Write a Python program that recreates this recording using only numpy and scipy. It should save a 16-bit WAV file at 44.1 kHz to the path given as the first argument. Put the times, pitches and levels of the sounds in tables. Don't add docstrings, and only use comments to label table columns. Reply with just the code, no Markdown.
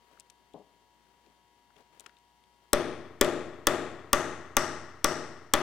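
import sys
import numpy as np
from scipy import signal
from scipy.fft import rfft, irfft
from scipy.io import wavfile
from scipy.ndimage import uniform_filter1d

SR = 44100
rng = np.random.default_rng(int(sys.argv[2]) if len(sys.argv) > 2 else 0)


def digitize_waveform(pressure):
    field = np.atleast_2d(pressure).T
    bounded = np.clip(field, -1, 1)
    quanta = np.round(bounded * 32767).astype(np.int16)
    wavfile.write(sys.argv[1], SR, quanta)


def to_linear_factor(level_db):
    exponent = np.asarray(level_db, float) / 20
    return 10 ** exponent


N = 247842

# pitch_hz, level_db, t60_s
STEEL_MODES = [(2457, -6.5, 0.0046), (3524, -6, 0.0054), (4550, -11.5, 0.0052), (5360, -9, 0.0075),
               (6162, 2, 0.0033), (7966, 0.5, 0.0033), (8240, -3.5, 0.0055), (10150, -13, 0.0011),
               (9580, -25.5, .005)]
# pitch_hz, level_db, t60_s
SIZZLE_MODES = [(12800, -16.5, .004), (15470, -19, .004)]
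# pitch_hz, level_db, t60_s
KEY_MODES = [(852, -3.5, 0.017), (1147, 1, 0.022), (1321, -1, 0.024), (1565, -8, 0.017), (1828, -6, 0.023),
             (2026, -12.5, 0.045), (2805, -10, 0.016)]
# pitch_hz, level_db, t60_s
BENCH_MODES = [(190, -11.5, 0.077), (256, -12.5, 0.08), (310.3, -6.5, 0.063), (349, -7, 0.043),
               (368, -10.5, 0.031), (410.6, -2, 0.13), (590, -11, 0.12), (612.6, -19, 0.073),
               (755, -10.5, 0.066)]
# pitch_hz, left_over_right_db
BENCH_SIDE = [(60, 15), (130, 20.5), (290, 6), (640, 7.5), (1410, 7.0), (3100, 8.5), (6820, 7), (15000, 6)]

SCATTER_DB = 1.5
FIRM_BOOM_DB = -10.5
KEY_GAIN = 0.4


def evened(x):
    return x / np.sqrt(np.mean(x ** 2) + 1e-20)


def read(points, hz):
    f, value = np.transpose(points)
    return np.interp(np.log(hz + 1), np.log(f + 1), value)


def add(mix, s, sound):
    part = mix[..., round(s * SR):][..., :sound.shape[-1]]
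    part += sound[..., :part.shape[-1]]


def between(glancing, full, square):
    return glancing + (full - glancing) * square


def ports(a, b, same, side, lead=((1, 0),)):
    hz = np.fft.rfftfreq(len(a), 1 / SR)
    likeness = np.clip(read(same, hz), 0, 1)
    lean = to_linear_factor(read(side, hz) / 2)
    left, other = rfft(a), rfft(b)
    right = likeness * left + np.sqrt(1 - likeness ** 2) * other
    right = right * np.exp(-1j * read(lead, hz))
    return irfft([left * lean, right / lean], len(a))


def coloured(tone, count):
    gain = to_linear_factor(read(tone, np.fft.rfftfreq(count, 1 / SR)))
    return evened(irfft(rfft(rng.standard_normal(count)) * gain, count))


def ring(modes, rise, pitch=1, scatter_db=0, lasting=1, count=SR // 4):
    t = np.arange(count) / SR
    hz, db, t60 = np.transpose(modes)[:, :, None]
    luck = rng.standard_normal((2, len(modes), 1))
    decay = to_linear_factor(db + scatter_db * luck[0] - 60 * t / (t60 * lasting))
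    waves = decay * np.sin(2 * np.pi * hz * pitch * t + 0.3 * scatter_db * luck[1])
    return waves.sum(0) * (1 - np.exp(-t / rise))


def slackened(modes, loss, bench_db):
    lost_db = loss * (FIRM_BOOM_DB - bench_db)
    return [(hz, db - lost_db * (320 < hz < 625), t60) for hz, db, t60 in modes]


def lamp_buzz():
    # pitch_hz, level_db
    harmonics = [(59.2, -79), (376.8, -84), (721.4, -80.5), (839.8, -79.5), (958.2, -69.5), (1082, -82.5),
                 (1680, -84.5), (1922, -86), (2040, -87.5), (2159, -87.5), (2638, -93), (2762, -85.5),
                 (2880, -92.5), (2998, -86.5), (3117, -86), (3241, -85.5), (3601, -88.5), (4199, -91),
                 (4441, -89.5), (4678, -90)]
    t = np.arange(N) / SR
    waver = evened(uniform_filter1d(rng.standard_normal((len(harmonics), N // 512 + 2)), 14, axis=1))
    buzz = np.zeros(N)
    for (hz, db), drift in zip(harmonics, waver):
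        wavering_db = 0.76 * np.interp(t, np.arange(len(drift)) * 512 / SR, drift)
        buzz += to_linear_factor(db + 1.5 + wavering_db) * np.sin(2 * np.pi * (hz * t + rng.random()))
    return buzz * to_linear_factor([[3.], [-3.]])


def rustling():
    # centre_s, level_db, half_length_s
    strokes = [(0.12, -71, .08), (0.317, -84, 0.21), (1.1, -80, 0.063), (1.274, -77, 0.071),
               (1.791, -65.5, 0.035), (2.004, -69, .09), (2.652, -80, 0.041)]
    # pitch_hz, density_db
    cloth_tone = [(100, -17), (400, -1.5), (1000, -2.5), (2700, -12.5), (6000, -22), (12000, -31),
                  (16000, -30)]
    t = np.arange(N) / SR
    swell = to_linear_factor(-75.5)
    for s, db, half in strokes:
        swell = swell + to_linear_factor(db) * np.exp(-((t - s) / half) ** 2)
    grain = to_linear_factor(2.78 * evened(uniform_filter1d(rng.standard_normal(N), 300)))
    return swell * grain * coloured(cloth_tone, N)


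def background():
    # pitch_hz, density_db
    hiss_tone = [(15, -51), (25, -25), (68, -4.5), (232, -2), (368, -4), (651, -17), (878, -21),
                 (952, -12.5), (1280, -15), (3150, -13), (3810, -12.5), (4360, -16.5), (5420, -16),
                 (14000, -26), (16000, -30.5)]
    # pitch_hz, likeness
    hiss_same = [(60, 0.5), (180, 0.5), (550, 1), (1650, -1.8), (4970, -3.2), (15000, -4.8)]
    # pitch_hz, left_over_right_db
    hiss_side = [(60, 5.7), (180, 13), (550, 5.7), (1650, 6.9), (4970, 11.2), (15000, 14)]
    hiss = to_linear_factor(-75) * coloured(hiss_tone, N)
    other_hiss = to_linear_factor(-69) * coloured(hiss_tone, N)
    return ports(hiss + rustling(), other_hiss, hiss_same, hiss_side) + lamp_buzz()


def workshop(x):
    # pitch_hz, t60_s
    room_t60 = [(60, 2.1), (160, 1.16), (420, 0.74), (1100, 0.93), (2000, 1.01), (3300, 0.88), (6000, 0.77),
                (9000, 0.65), (12000, 0.36), (16000, 0.23)]
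    # pitch_hz, level_db
    room_tone = [(50, -21), (100, -8), (170, 0.4), (300, 9), (620, 8), (1100, 0), (2000, 4.5), (2400, -3.5),
                 (3300, -3), (4200, -5), (6000, -18.5), (9000, -13), (12000, -12), (16000, -10.5)]
    # pitch_hz, likeness
    room_same = [(60, 0.33), (150, 0.96), (380, 1), (950, 1), (2380, 0.98), (5980, 0.21), (15000, 1)]
    count = 2 * SR
    taps = rng.choice([-1., 1.], (2, count)) * (rng.random((2, count)) < .08)
    hz, t, z = signal.stft(taps, SR, nperseg=256)
    z *= to_linear_factor(read(room_tone, hz)[:, None] - 60 * t / read(room_t60, hz)[:, None])
    reflections = signal.istft(z, SR, nperseg=256)[1][:, :count]
    tail = ports(*reflections, room_same, BENCH_SIDE)
    tail *= 1 - np.exp(-np.arange(count) / SR / 0.00077)
    return signal.fftconvolve(x[None], tail / np.linalg.norm(tail[0]), axes=1)[:, :N]


def nearby(x):
    # delay_s, level_db
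    early = [(.0033, -7), (.0048, -15.5), (.0085, -13), (0.0154, -16.5)]
    # pitch_hz, lead_rad
    port_phase = [(100, 0), (3000, .3), (6000, .6), (9000, 1.1), (16000, 1.0)]
    direct = 64
    echoes = np.zeros(2048)
    for s, db in early:
        echoes[direct + round(s * SR)] = to_linear_factor(db)
    dull = signal.lfilter(*signal.butter(2, 2500, fs=SR), echoes)
    path = dull + signal.unit_impulse(2048, direct)
    pair = ports(path, path, [(1, 1)], BENCH_SIDE, port_phase)
    return signal.oaconvolve(x[None], pair, axes=1)[:, direct:N + direct]


def click(db, hz, t60, spread):
    t = np.arange(1500) / SR
    band = signal.butter(2, [hz / spread, min(hz * spread, SR / 2.2)], "bandpass", fs=SR)
    noise = rng.standard_normal(len(t)) * to_linear_factor(-60 * t / max(t60, .002))
    sound = signal.lfilter(*band, noise)
    return to_linear_factor(db) * sound / abs(sound).max()


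def tick(db, hz, tip_db):
    wood = click(db + 1, hz, 0.021, 1.25)
    tip = click(db + tip_db + 4, hz * 2.18, 0.009, 1.4)
    return wood + tip


def thud(db, rub_db, top_hz, t60):
    t = np.arange(SR // 4) / SR
    dull = signal.butter(6, [130, top_hz], "bandpass", fs=SR, output="sos")
    rub = evened(signal.sosfilt(dull, rng.standard_normal(len(t))))
    rub = to_linear_factor(rub_db - 30 * t / t60) * rub * (1 - np.exp(-t / 0.0019))
    body = ring(BENCH_MODES, 0.0018, scatter_db=SCATTER_DB, lasting=t60 * 9)
    damping = 1 + (t / (0.4 * t60)) ** 6
    return to_linear_factor(db) * (rub + to_linear_factor(5.5) * body) / damping


def contacts():
    # start_s, level_db, wood_hz, tip_over_wood_db
    ticks = [(0.1743, -55.5, 1380, -18), (.198, -64.5, 3000, 18.5), (.205, -60, 3200, 11),
             (0.2996, -52.5, 2630, 3), (0.303, -65, 3500, 9.5), (.536, -57.5, 3160, -5),
             (1.264, -67, 2300, 2), (1.703, -59.5, 1230, -20), (1.765, -58, 2680, -11),
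             (1.783, -63, 2700, -2), (1.997, -51.5, 3400, 9.5), (2.006, -55.5, 3300, 10),
             (2.0615, -44.5, 1382, -2), (2.064, -50, 2900, 2), (2.094, -55, 1590, -5),
             (2.168, -58, 3150, -12), (2.186, -69, 2860, 2), (2.438, -62.5, 3100, -8),
             (3.246, -30, 3350, -5.5)]
    # start_s, level_db, rub_db, rub_top_hz, t60_s
    thuds = [(0.541, -49, 2.5, 920, 0.14), (.595, -56.5, -3, 955, 0.16), (1.265, -69, 3, 494, 0.2),
             (1.769, -64.5, -3, 900, 0.049), (1.795, -69, 1.5, 900, .06), (2.063, -63, -10, 585, 0.06)]
    small = np.zeros((2, N))
    for s, *touch in thuds:
        add(small, s, thud(*touch) * to_linear_factor([[4.5], [-4.5]]))
    for s, *touch in ticks:
        add(small, s, tick(*touch) * to_linear_factor([[7.75], [-7.75]]))
    return small


def standing_waves():
    # pitch_hz, level_db, t60_s
    room_modes = [(87, -51, 2.3), (95, -55.5, 2.0), (118.4, -53.5, 2.4), (146.8, -44.5, 1.1)]
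    return ring(room_modes, 0.02, scatter_db=0.5, count=2 * SR)


def lingering(bench_db):
    # pitch_hz, level_db, t60_s
    long_modes = [(241.3, -38, 0.78), (288.4, -32.5, 0.31), (347, -29.5, 0.83), (366.3, -35, 0.44),
                  (444, -33, 1), (460.3, -33.5, 0.89), (496.5, -30, 0.59), (555.3, -37, 0.82),
                  (601.7, -38, 0.95), (629.3, -30, 0.75), (715, -36, 1), (1990, -48.5, 0.52)]
    held = slackened(long_modes, 1.1, bench_db)
    return to_linear_factor(bench_db + 5) * ring(held, 0.018, scatter_db=SCATTER_DB, count=SR)


def humps(modes, pitch, blur):
    hz, db, _ = np.transpose(modes)[:, :, None]
    off = (np.fft.rfftfreq(2048, 1 / SR) - hz * pitch) / (blur * hz)
    return (to_linear_factor(db) ** 2 / (1 + off ** 2) ** 2).sum(0)


def radiated(db, bench_db, note_hz, square):
    pitch = between(0.94, 1.0115, square)
    lost_db = FIRM_BOOM_DB - bench_db
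    note = [(note_hz, 0, 1), (8100, -8.5, 1)]
    parts = [
        (bench_db, humps(slackened(BENCH_MODES, 1.1, bench_db), 0.91, 0.25)),
        (db + between(-8, -5, square) + KEY_GAIN * lost_db, humps(KEY_MODES, pitch, 0.11)),
        (db + between(-3, -8.5, square) - 0.4 * lost_db, humps(STEEL_MODES[:5], pitch, 0.11)),
        (db + between(-26, 6.3, square), humps(note, 0.96, 0.085)),
        (db + between(-3.5, 1.5, square), humps(SIZZLE_MODES, 0.69, 0.2)),
    ]
    total = sum(to_linear_factor(part_db) ** 2 * shape for part_db, shape in parts)
    log_size = np.log(total + 1e-9) / 2
    folded = irfft(log_size) * np.r_[1, 2 * np.ones(1023), 1, np.zeros(1023)]
    return to_linear_factor(29) * irfft(np.exp(rfft(folded)))


def blow(db, bench_db, note_hz, square):
    pitch = between(0.94, 1.0115, square)
    note_db = between(-24.5, -5, square)
    t = np.arange(SR // 4) / SR
    steel = ring(STEEL_MODES, 0.00054, pitch, SCATTER_DB)
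    steel += to_linear_factor(between(-3, -14, square)) * ring(SIZZLE_MODES, 0.0006, scatter_db=SCATTER_DB)
    steel += ring([(note_hz, note_db, .008), (note_hz * 0.82, note_db - 10, .008)], 0.00015)
    grit = to_linear_factor(-5.5 - 60 * t / 0.0064) * rng.standard_normal(len(t))
    key = to_linear_factor(KEY_GAIN * (FIRM_BOOM_DB - bench_db)) * ring(KEY_MODES, 0.00108, pitch, SCATTER_DB)
    bench = ring(slackened(BENCH_MODES, 2.2, bench_db), 0.0016, scatter_db=SCATTER_DB)
    struck = to_linear_factor(between(-3, -5.5, square) + 4.5) * (steel + grit)
    struck += to_linear_factor(between(-11.5, -6, square) - 7.5) * key
    return to_linear_factor(db + 12.5) * struck + to_linear_factor(bench_db - 5.5) * bench


def scene():
    # start_s, level_db, boom_db, note_hz, squareness (0 to 1)
    blows = [
        (2.731, -10.5, -11, 8910, 0.4),
        (3.211, -9.5, -10, 7600, 0.61),
        (3.669, -9, -11, 7640, 0.61),
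        (4.13, -9, -12.5, 6470, 0.86),
        (4.567, -10.5, -14, 6100, 0.98),
        (5.043, -11.5, -13, 6040, 1),
        (5.536, -8.5, -13, 7270, 0.44),
    ]
    near, far, drone = np.zeros(N), np.zeros(N), np.zeros(N)
    flight = .0008
    for s, *hit in blows:
        add(near, s + flight, blow(*hit))
        add(far, s + flight, radiated(*hit))
        add(near, s, lingering(hit[1]))
        add(drone, s, standing_waves())
    small = contacts()
    room = workshop(far + to_linear_factor(-21.5) * small.mean(0))
    return nearby(near) + room + drone * to_linear_factor([[1.5], [-1.5]]) + small + background()


def low_pass(x):
    return signal.sosfilt(signal.butter(12, 16860, fs=SR, output="sos"), x)


def record(dry):
    ceiling = to_linear_factor(-9)
    held = dry / (1 + (dry / ceiling) ** 4) ** (1 / 4)
    overload = uniform_filter1d(1. * (abs(dry[0]) > ceiling), 221, origin=110) > 0
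    sag = signal.lfilter([1], [1, -np.exp(-1 / (0.048 * SR))], overload)
    sag = signal.lfilter(*signal.butter(1, .9, "highpass", fs=SR), sag)
    out = held - to_linear_factor(-79.0) * sag
    out = signal.oaconvolve(out, signal.firwin(255, 16250, fs=SR)[None], "same")
    return low_pass(out)


dry = scene()
out = record(dry)
digitize_waveform(out)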